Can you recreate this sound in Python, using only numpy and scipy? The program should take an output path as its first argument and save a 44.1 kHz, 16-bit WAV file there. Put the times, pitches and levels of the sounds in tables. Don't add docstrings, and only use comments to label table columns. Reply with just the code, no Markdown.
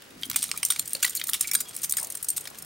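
import sys
import numpy as np
from scipy import signal
from scipy.io import wavfile
from scipy.ndimage import uniform_filter1d

SR = 44100
rng = np.random.default_rng(int(sys.argv[2]) if len(sys.argv) > 2 else 0)


def master(y):
    cut = np.clip(np.atleast_2d(y).T, -1, 1)
    pcm = np.round(cut * 32767)
    wavfile.write(sys.argv[1], SR, pcm.astype(np.int16))


def how_loud(loudness_db):
    steps = np.asarray(loudness_db, float) / 20
    return 10 ** steps


N = 116865


def evened(x):
    return x / np.sqrt(np.mean(x ** 2) + 1e-20)


def read(points, hz):
    f, value = np.transpose(points)
    return np.interp(np.log(hz + 1), np.log(f + 1), value)


def add(mix, s, sound):
    part = mix[round(s * SR):][:len(sound)]
    part += sound[:len(part)]


def band(x, lo_hz, hi_hz, order=2):
    return signal.sosfilt(signal.butter(order, [lo_hz, hi_hz], "band", fs=SR, output="sos"), x)


def rings(modes, extra_db, detune=1):
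    t = np.arange(1300) / SR
    hz, db, t60 = np.transpose(modes)[:, :, None]
    decay = how_loud(db + extra_db[:, None] - 60 * t / t60)
    return (decay * np.sin(2 * np.pi * hz * detune * t)).sum(0)


def contacts(luck, chance, spread_db=5):
    size = how_loud(-spread_db * np.log(luck[2] + 0.00085))
    return (luck[0] < chance) * np.sign(luck[1] - .5) * size


def knock(peak_db, low_db, ring_hz, chatter_ms, luck, place):
    # frequency in Hz, level in dB, decay time T60 in seconds.
    frame_modes = [(1280, -7, .012), (2300, -7, .016), (3720, -6, .011), (4740, -8, .011)]
    # frequency in Hz, level in dB, decay time T60 in seconds.
    slide_modes = [(7310, -5, .018), (8700, 2, .022), (9780, -3, .012), (11120, -3, .018)]
    registers = (1250, 5800), (5800, 13800)
    scatter_db, detune = 6., .01
    spot_db, spot_t60 = 4., .012
    dense_db, dense_t60 = -5., .011
    contacts_per_s, grind = 3200, 16.0

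    t = np.arange(luck.shape[1]) / SR
    held_s = 0.88 * max(chatter_ms, .5) / 1000
    shape = np.minimum(t / 0.0012, 1) * np.exp(-(t / held_s) ** 2)
    drive = shape * (contacts(luck, contacts_per_s / SR) + grind * (luck[3] - .5))
    parts = []
    for (louder, shift), modes, (lo, hi) in zip(place, (frame_modes, slide_modes), registers):
        spot = [(ring_hz, spot_db if lo < ring_hz < hi else -40, spot_t60)]
        dense = []
        for u in shift[len(modes) + 1:]:
            hz = (lo + hi + (hi - lo) * (u + u ** 3) / 2) / 2
            dense.append((hz, dense_db, dense_t60))
        steel = rings(modes + spot + dense, scatter_db * louder, 1 + detune * shift[:, None])
        ring = band(signal.fftconvolve(drive, steel), lo, 1.15 * hi)
        loudest = np.sqrt(uniform_filter1d(ring ** 2, size=88).max())
        parts.append(ring / loudest)
    share = min(how_loud(low_db), .97)
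    return how_loud(peak_db - 1) * (share * parts[0] + np.sqrt(1 - share ** 2) * parts[1])


def knocks():
    # time in seconds, peak in dB, share of the frame in dB,
    # loudest ring in Hz, chatter in ms.
    firm_knocks = [(0.2332, -21.5, 1.9, 3230, 1.9), (0.2989, -22.5, -7.5, 8100, 4.2),
                   (0.3144, -22.5, -3, 7040, 1.1), (0.3599, -14, -8.5, 9060, 8.9),
                   (0.429, -13, -15.5, 9600, 0.73), (0.4405, -20.5, -8.5, 2630, 1.4),
                   (0.515, -16, -2.5, 8360, 0.85), (0.575, -22.5, -11, 10840, 5), (0.63, -16.5, -5, 8730, 3.9),
                   (0.6504, -13, -43, 6000, 2.9), (0.7022, -12.5, -8, 8800, 8.4),
                   (0.7213, -21.5, -6, 5670, 3.4), (0.7948, -14, -12, 9060, 2.8),
                   (0.933, -15.5, -47, 9030, 1.25), (0.9496, -23.5, -8, 4700, 3.7),
                   (1.0273, -14, -6, 7360, 10.8), (1.045, -19, 2, 7600, 4.2), (1.049, -14.5, -10.5, 7380, 4.5),
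                   (1.2141, -22.5, 1.5, 2430, 3.8), (1.239, -23.5, -11, 6800, 4.5),
                   (1.2917, -24, -2, 6660, 0.85),
                   (1.295, -18, -39, 7070, 5.2), (1.3338, -15, -5.5, 4540, 1.43),
               (1.34, -20, -4.5, 10900, 15.3), (1.4093, -13, -16.5, 9960, 5),
               (1.4722, -25, -25, 7400, 11.4), (1.5139, -18, -10, 9800, 4), (1.5347, -22, -8.5, 9500, 6.4),
               (1.541, -19, -14, 12450, 6.9), (1.5499, -12.5, -8, 8700, 7.6),
               (1.6037, -20, -12, 8600, 12.4), (1.7645, -21.5, -18.5, 10240, 5.5),
               (1.8375, -23, -11.5, 6250, 7), (1.8439, -19, -10, 9150, 6.9),
               (1.8948, -21.5, -47, 7900, 8.7), (1.9232, -13.5, -17.5, 7950, 1.9),
               (1.9685, -18, -14.5, 8600, 7.8), (1.9814, -22, -11.5, 8800, 13),
               (2.2854, -17.5, -53, 8500, 8.2), (2.3029, -17, -50, 7330, 1.7),
               (2.3706, -22, -48, 8200, 5.7), (2.379, -19, -12, 8850, 1.9)]
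    # time in seconds, peak in dB, loudest
    # ring in Hz.
    light_ticks = [(0.0204, -41.5, 3400), (0.1054, -47, 1930), (0.2227, -36, 3900), (0.2463, -39, 3400),
                   (0.253, -32, 10900), (0.261, -38, 9200), (0.3305, -32.5, 4840), (0.3426, -32.5, 2500),
                   (0.49, -33, 2460), (0.563, -36.5, 1230), (0.583, -45, 11100), (0.6597, -24, 8600),
                   (0.6848, -31, 8650), (0.7603, -27.5, 1280), (0.833, -58, 4770), (0.856, -32.5, 7900),
                   (0.8766, -26, 9050), (0.8933, -34, 11700), (0.965, -40, 4600), (1.074, -32, 8900),
                   (1.095, -24, 8200), (1.1325, -39, 3500), (1.1504, -21, 7440), (1.162, -25, 7300),
                   (1.1697, -23, 6950), (1.1967, -28.5, 2350), (1.27, -24, 11400), (1.2823, -26, 11280),
                   (1.3943, -36, 12800),
                   (1.441, -38, 2190), (1.487, -35.5, 2350), (1.533, -27, 8400), (1.6857, -35, 8950),
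                  (1.692, -33.5, 8560), (1.75, -32.5, 8200), (1.8172, -31, 9300), (1.832, -22, 8450),
                  (1.909, -23, 9600), (1.9364, -30, 2530), (2.012, -31, 8680), (2.0285, -24, 9600),
                  (2.045, -27, 8900), (2.07, -30.5, 8800), (2.1012, -24, 9170), (2.1217, -28, 8900),
                  (2.151, -24.5, 8700), (2.1715, -29, 7600), (2.227, -23.5, 8600), (2.244, -26, 8650),
                  (2.246, -34.5, 8600), (2.365, -25, 9100), (2.4086, -31.5, 8950), (2.4537, -32.5, 3830),
                  (2.4732, -29.5, 4870), (2.5, -42, 9600), (2.5459, -42, 1720), (2.5853, -34, 10900),
                  (2.623, -31.5, 10150),
                   (0.212, -41, 9350), (0.2745, -48, 10000), (0.4222, -35, 9000), (.48, -35, 8800),
               (.496, -38, 10900), (.588, -47, 10900), (0.788, -34, 8000), (0.906, -35, 9000),
               (1.063, -25, 1450), (1.078, -27.5, 1880), (1.105, -29, 10100), (1.425, -26.5, 10500),
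               (1.431, -38, 3770), (1.743, -36, 10600), (1.774, -37, 10750), (1.786, -36, 6000),
               (1.857, -32, 10400), (1.997, -24, 11000), (2.212, -47, 6200), (2.335, -41, 6200),
               (2.395, -47, 8000), (2.43, -48, 1700), (2.441, -40, 9100), (2.575, -41.5, 9800),
               (2.596, -44, 7400), (2.647, -41, 9000)]
    dull_db, bright_db, tick_ms = -2.5, -19.5, 6.46

    ticks = []
    for s, peak_db, hz in light_ticks:
        low_db = dull_db if hz < 5000 else bright_db
        ticks.append((s, peak_db, low_db, hz, tick_ms))
    out = np.zeros(N)
    for s, *row in firm_knocks + ticks:
        luck = rng.random((4, 1000))
        place = rng.uniform(-1.186, 1, (2, 2, 22))
        add(out, s - .0007, knock(*row, luck, place))
    sparkle = how_loud(6) * band(out, 14000, 19000)
    return band(out + sparkle, 1120, 17500)


def ring_on(x):
    # frequency in Hz, share in dB, decay time T60 in seconds.
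    free_rings = [(8705, 7, 0.08)]
    out = x
    for hz, db, t60 in free_rings:
        r = how_loud(-60 / (t60 * SR))
        w = 2 * np.pi * hz / SR
        ring = signal.lfilter([(1 - r) * np.sin(w)], [1, -2 * r * np.cos(w), r * r], x)
        out = out + how_loud(db) * ring
    return out


def pings():
    # time in seconds, peak in dB, frequency in Hz, decay time T60 in seconds.
    lone_rings = [(0.2341, -27.5, 3147, 0.027), (0.3427, -31, 2426, 0.043), (.361, -38, 13000, 0.065),
                  (1.551, -22, 1625, 0.019), (.54, -39, 1240, 0.12), (0.792, -24, 4270, 0.034),
                  (0.952, -17, 4420, 0.018), (1.046, -17, 1960, 0.038), (1.175, -26, 4310, 0.029),
                  (1.443, -25.5, 2300, 0.057), (1.489, -34, 2260, 0.043), (1.513, -22, 5520, 0.024),
                  (1.516, -36.5, 2335, 0.12), (1.567, -42.5, 4860, 0.34), (1.6565, -48, 3316, 0.37),
                  (1.984, -29.5, 1716, 0.027), (2.149, -33.5, 1510, 0.023), (2.472, -36, 1810, 0.018),
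                  (0.951, -42, 545, 0.057)]
    rise_s = 0.0013
    out, t = np.zeros(N), np.arange(9000) / SR
    for s, db, hz, t60 in lone_rings:
        rough = 1 + .6 * evened(uniform_filter1d(rng.standard_normal(len(t)), size=70))
        swell = how_loud(db - 60 * t / t60) * np.minimum(t / rise_s, 1)
        add(out, s, swell * rough * np.sin(2 * np.pi * hz * t))
    return out


def scrapes():
    # start in seconds, length in seconds, level in dB.
    strokes = [(0.363, 0.088, -35), (0.421, 0.069, -34), (0.65, 0.047, -43), (0.706, 0.1, -38),
               (1.02, 0.13, -39.5), (1.154, 0.11, -42), (1.355, 0.099, -43), (1.405, 0.085, -41.5),
               (1.478, 0.031, -36.5), (1.594, 0.037, -37), (1.762, 0.036, -54), (1.82, 0.041, -45),
               (1.972, 0.059, -39), (2.1, .03, -54), (2.363, .03, -35.5)]
    sing_hz, sing_db, touches_per_s = 8780, -9, 2200
    t = np.arange(N) / SR
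    touch = contacts(rng.random((3, N)), touches_per_s / SR, 2.2)
    grit = signal.lfilter([1], [1, -.97], abs(touch)) * rng.standard_normal(N)
    sing = band(grit, sing_hz - 70, sing_hz + 70, order=1)
    wash = evened(band(grit, 3240, 10300)) + how_loud(sing_db) * evened(sing)
    swell = np.zeros(N)
    for s, length, db in strokes:
        swell += how_loud(db) * np.sin(np.pi * np.clip((t - s) / length, 0, 1) ** 0.28)
    return wash * swell


def rustle():
    # time in seconds, level in dB.
    restlessness = [
        (.15, -59),
        (.4, -47.5),
        (1.6, -49),
        (2.65, -53.5),
    ]
    ticks_per_s = 600
    touch = contacts(rng.random((3, N)), ticks_per_s / SR, 1.4)
    grit = signal.lfilter([1], [1, -.99], abs(touch)) * rng.standard_normal(N)
    s, db = np.transpose(restlessness)
    return how_loud(np.interp(np.arange(N) / SR, s, db)) * evened(band(grit, 2040, 12000))


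def slips():
    # time in seconds, peak in dB.
    thumps = [
        (0.158, -37),
        (0.176, -37),
        (0.214, -38.5),
        (0.265, -33.5),
        (0.287, -33.5),
        (0.346, -39),
        (0.396, -39),
    ]
    table_hz, table_t60 = 244, 0.039
    out, t = np.zeros(N), np.arange(3000) / SR
    for s, db in thumps:
        hz = table_hz * rng.uniform(.92, 1.15)
        swell = how_loud(db - 60 * t / table_t60) * np.minimum(t / 0.004, 1)
        add(out, s, swell * np.sin(2 * np.pi * hz * t))
    return out


def rubs():
    # middle in seconds, half length in seconds, level in dB, lowest and highest frequency in Hz.
    strokes = [
        (0.957, 0.026, -48.5, 150, 646),
        (2.037, 0.055, -49.5, 596, 1030),
        (2.48, 0.13, -55, 220, 1100),
    ]
    t = np.arange(N) / SR
    lumps = abs(uniform_filter1d(rng.standard_normal(N), size=300))
    skin = lumps * rng.standard_normal((2, N))
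    out = np.zeros((2, N))
    for s, half, db, lo, hi in strokes:
        out += how_loud(db) * np.exp(-((t - s) / half) ** 2) * evened(band(skin, lo, hi))
    return out


def room(x):
    t60 = 0.16
    t = np.arange(SR // 2) / SR
    sign = np.sign(rng.standard_normal((3, len(t))))
    taps = sign * (rng.random((3, len(t))) < .05) * (t > .002)
    tail = (taps[:2] + 0.8 * taps[2]) * how_loud(-60 * t / t60)
    return signal.fftconvolve(x[None], tail / np.linalg.norm(tail[0]), axes=1)[:, :N]


def air():
    # frequency in Hz, level in dB per Hz.
    spectrum = [(15, -58), (25, -18.5), (123, -3.5), (206, -3.5), (1020, -11), (1440, -9.5), (6000, -19.5),
                (16000, -34)]
    # frequency in Hz, likeness of left and right from 0 to 1.
    likeness = [(40, 0.96), (150, 0.9), (500, 0.047), (4000, 0.13)]
    air_db, whine_hz, whine_db = -51, 15735, -66.
    hz = np.fft.rfftfreq(1024, 1 / SR)
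    a, b, c, d, patches = rng.standard_normal((N // 256 + 5, 513, 5)).T
    patches = uniform_filter1d(uniform_filter1d(patches, size=8, axis=0), size=20, axis=1)
    same = np.clip(read(likeness, hz), -1, 1)[:, None]
    left = a + 1j * b
    right = same * left + np.sqrt(1 - same ** 2) * (c + 1j * d)
    z = np.array([left, right]) * how_loud(read(spectrum, hz)[:, None] + 1.87 * evened(patches))
    hiss = signal.istft(z, nperseg=1024, noverlap=768)[1][:, :N]
    whine = how_loud(whine_db) * np.sin(2 * np.pi * whine_hz * np.arange(N) / SR)
    return how_loud(air_db) * evened(hiss) + whine


def scene():
    # time in seconds, left over right in dB.
    drift = [
        (1.5, -.1),
        (2.1, 1.4),
        (2.65, .7),
    ]
    near = ring_on(knocks() + rustle()) + pings() + scrapes()
    lean_db = np.interp(np.arange(N) / SR, *np.transpose(drift)) / 2
    pistol = near * how_loud(np.array([lean_db, -lean_db]))
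    return pistol + slips() + rubs() + how_loud(-12) * room(near) + air()


def band_limit(x):
    return signal.sosfilt(signal.butter(12, 16980, fs=SR, output="sos"), x)


def record(dry):
    edge_hz = 15980
    low_pass = signal.firwin(511, edge_hz, window=("kaiser", 5), fs=SR)
    cut = signal.oaconvolve(dry, low_pass[None], "same")
    return band_limit(cut + how_loud(-36) * (dry - cut))


dry = scene()
out = record(dry)
master(out)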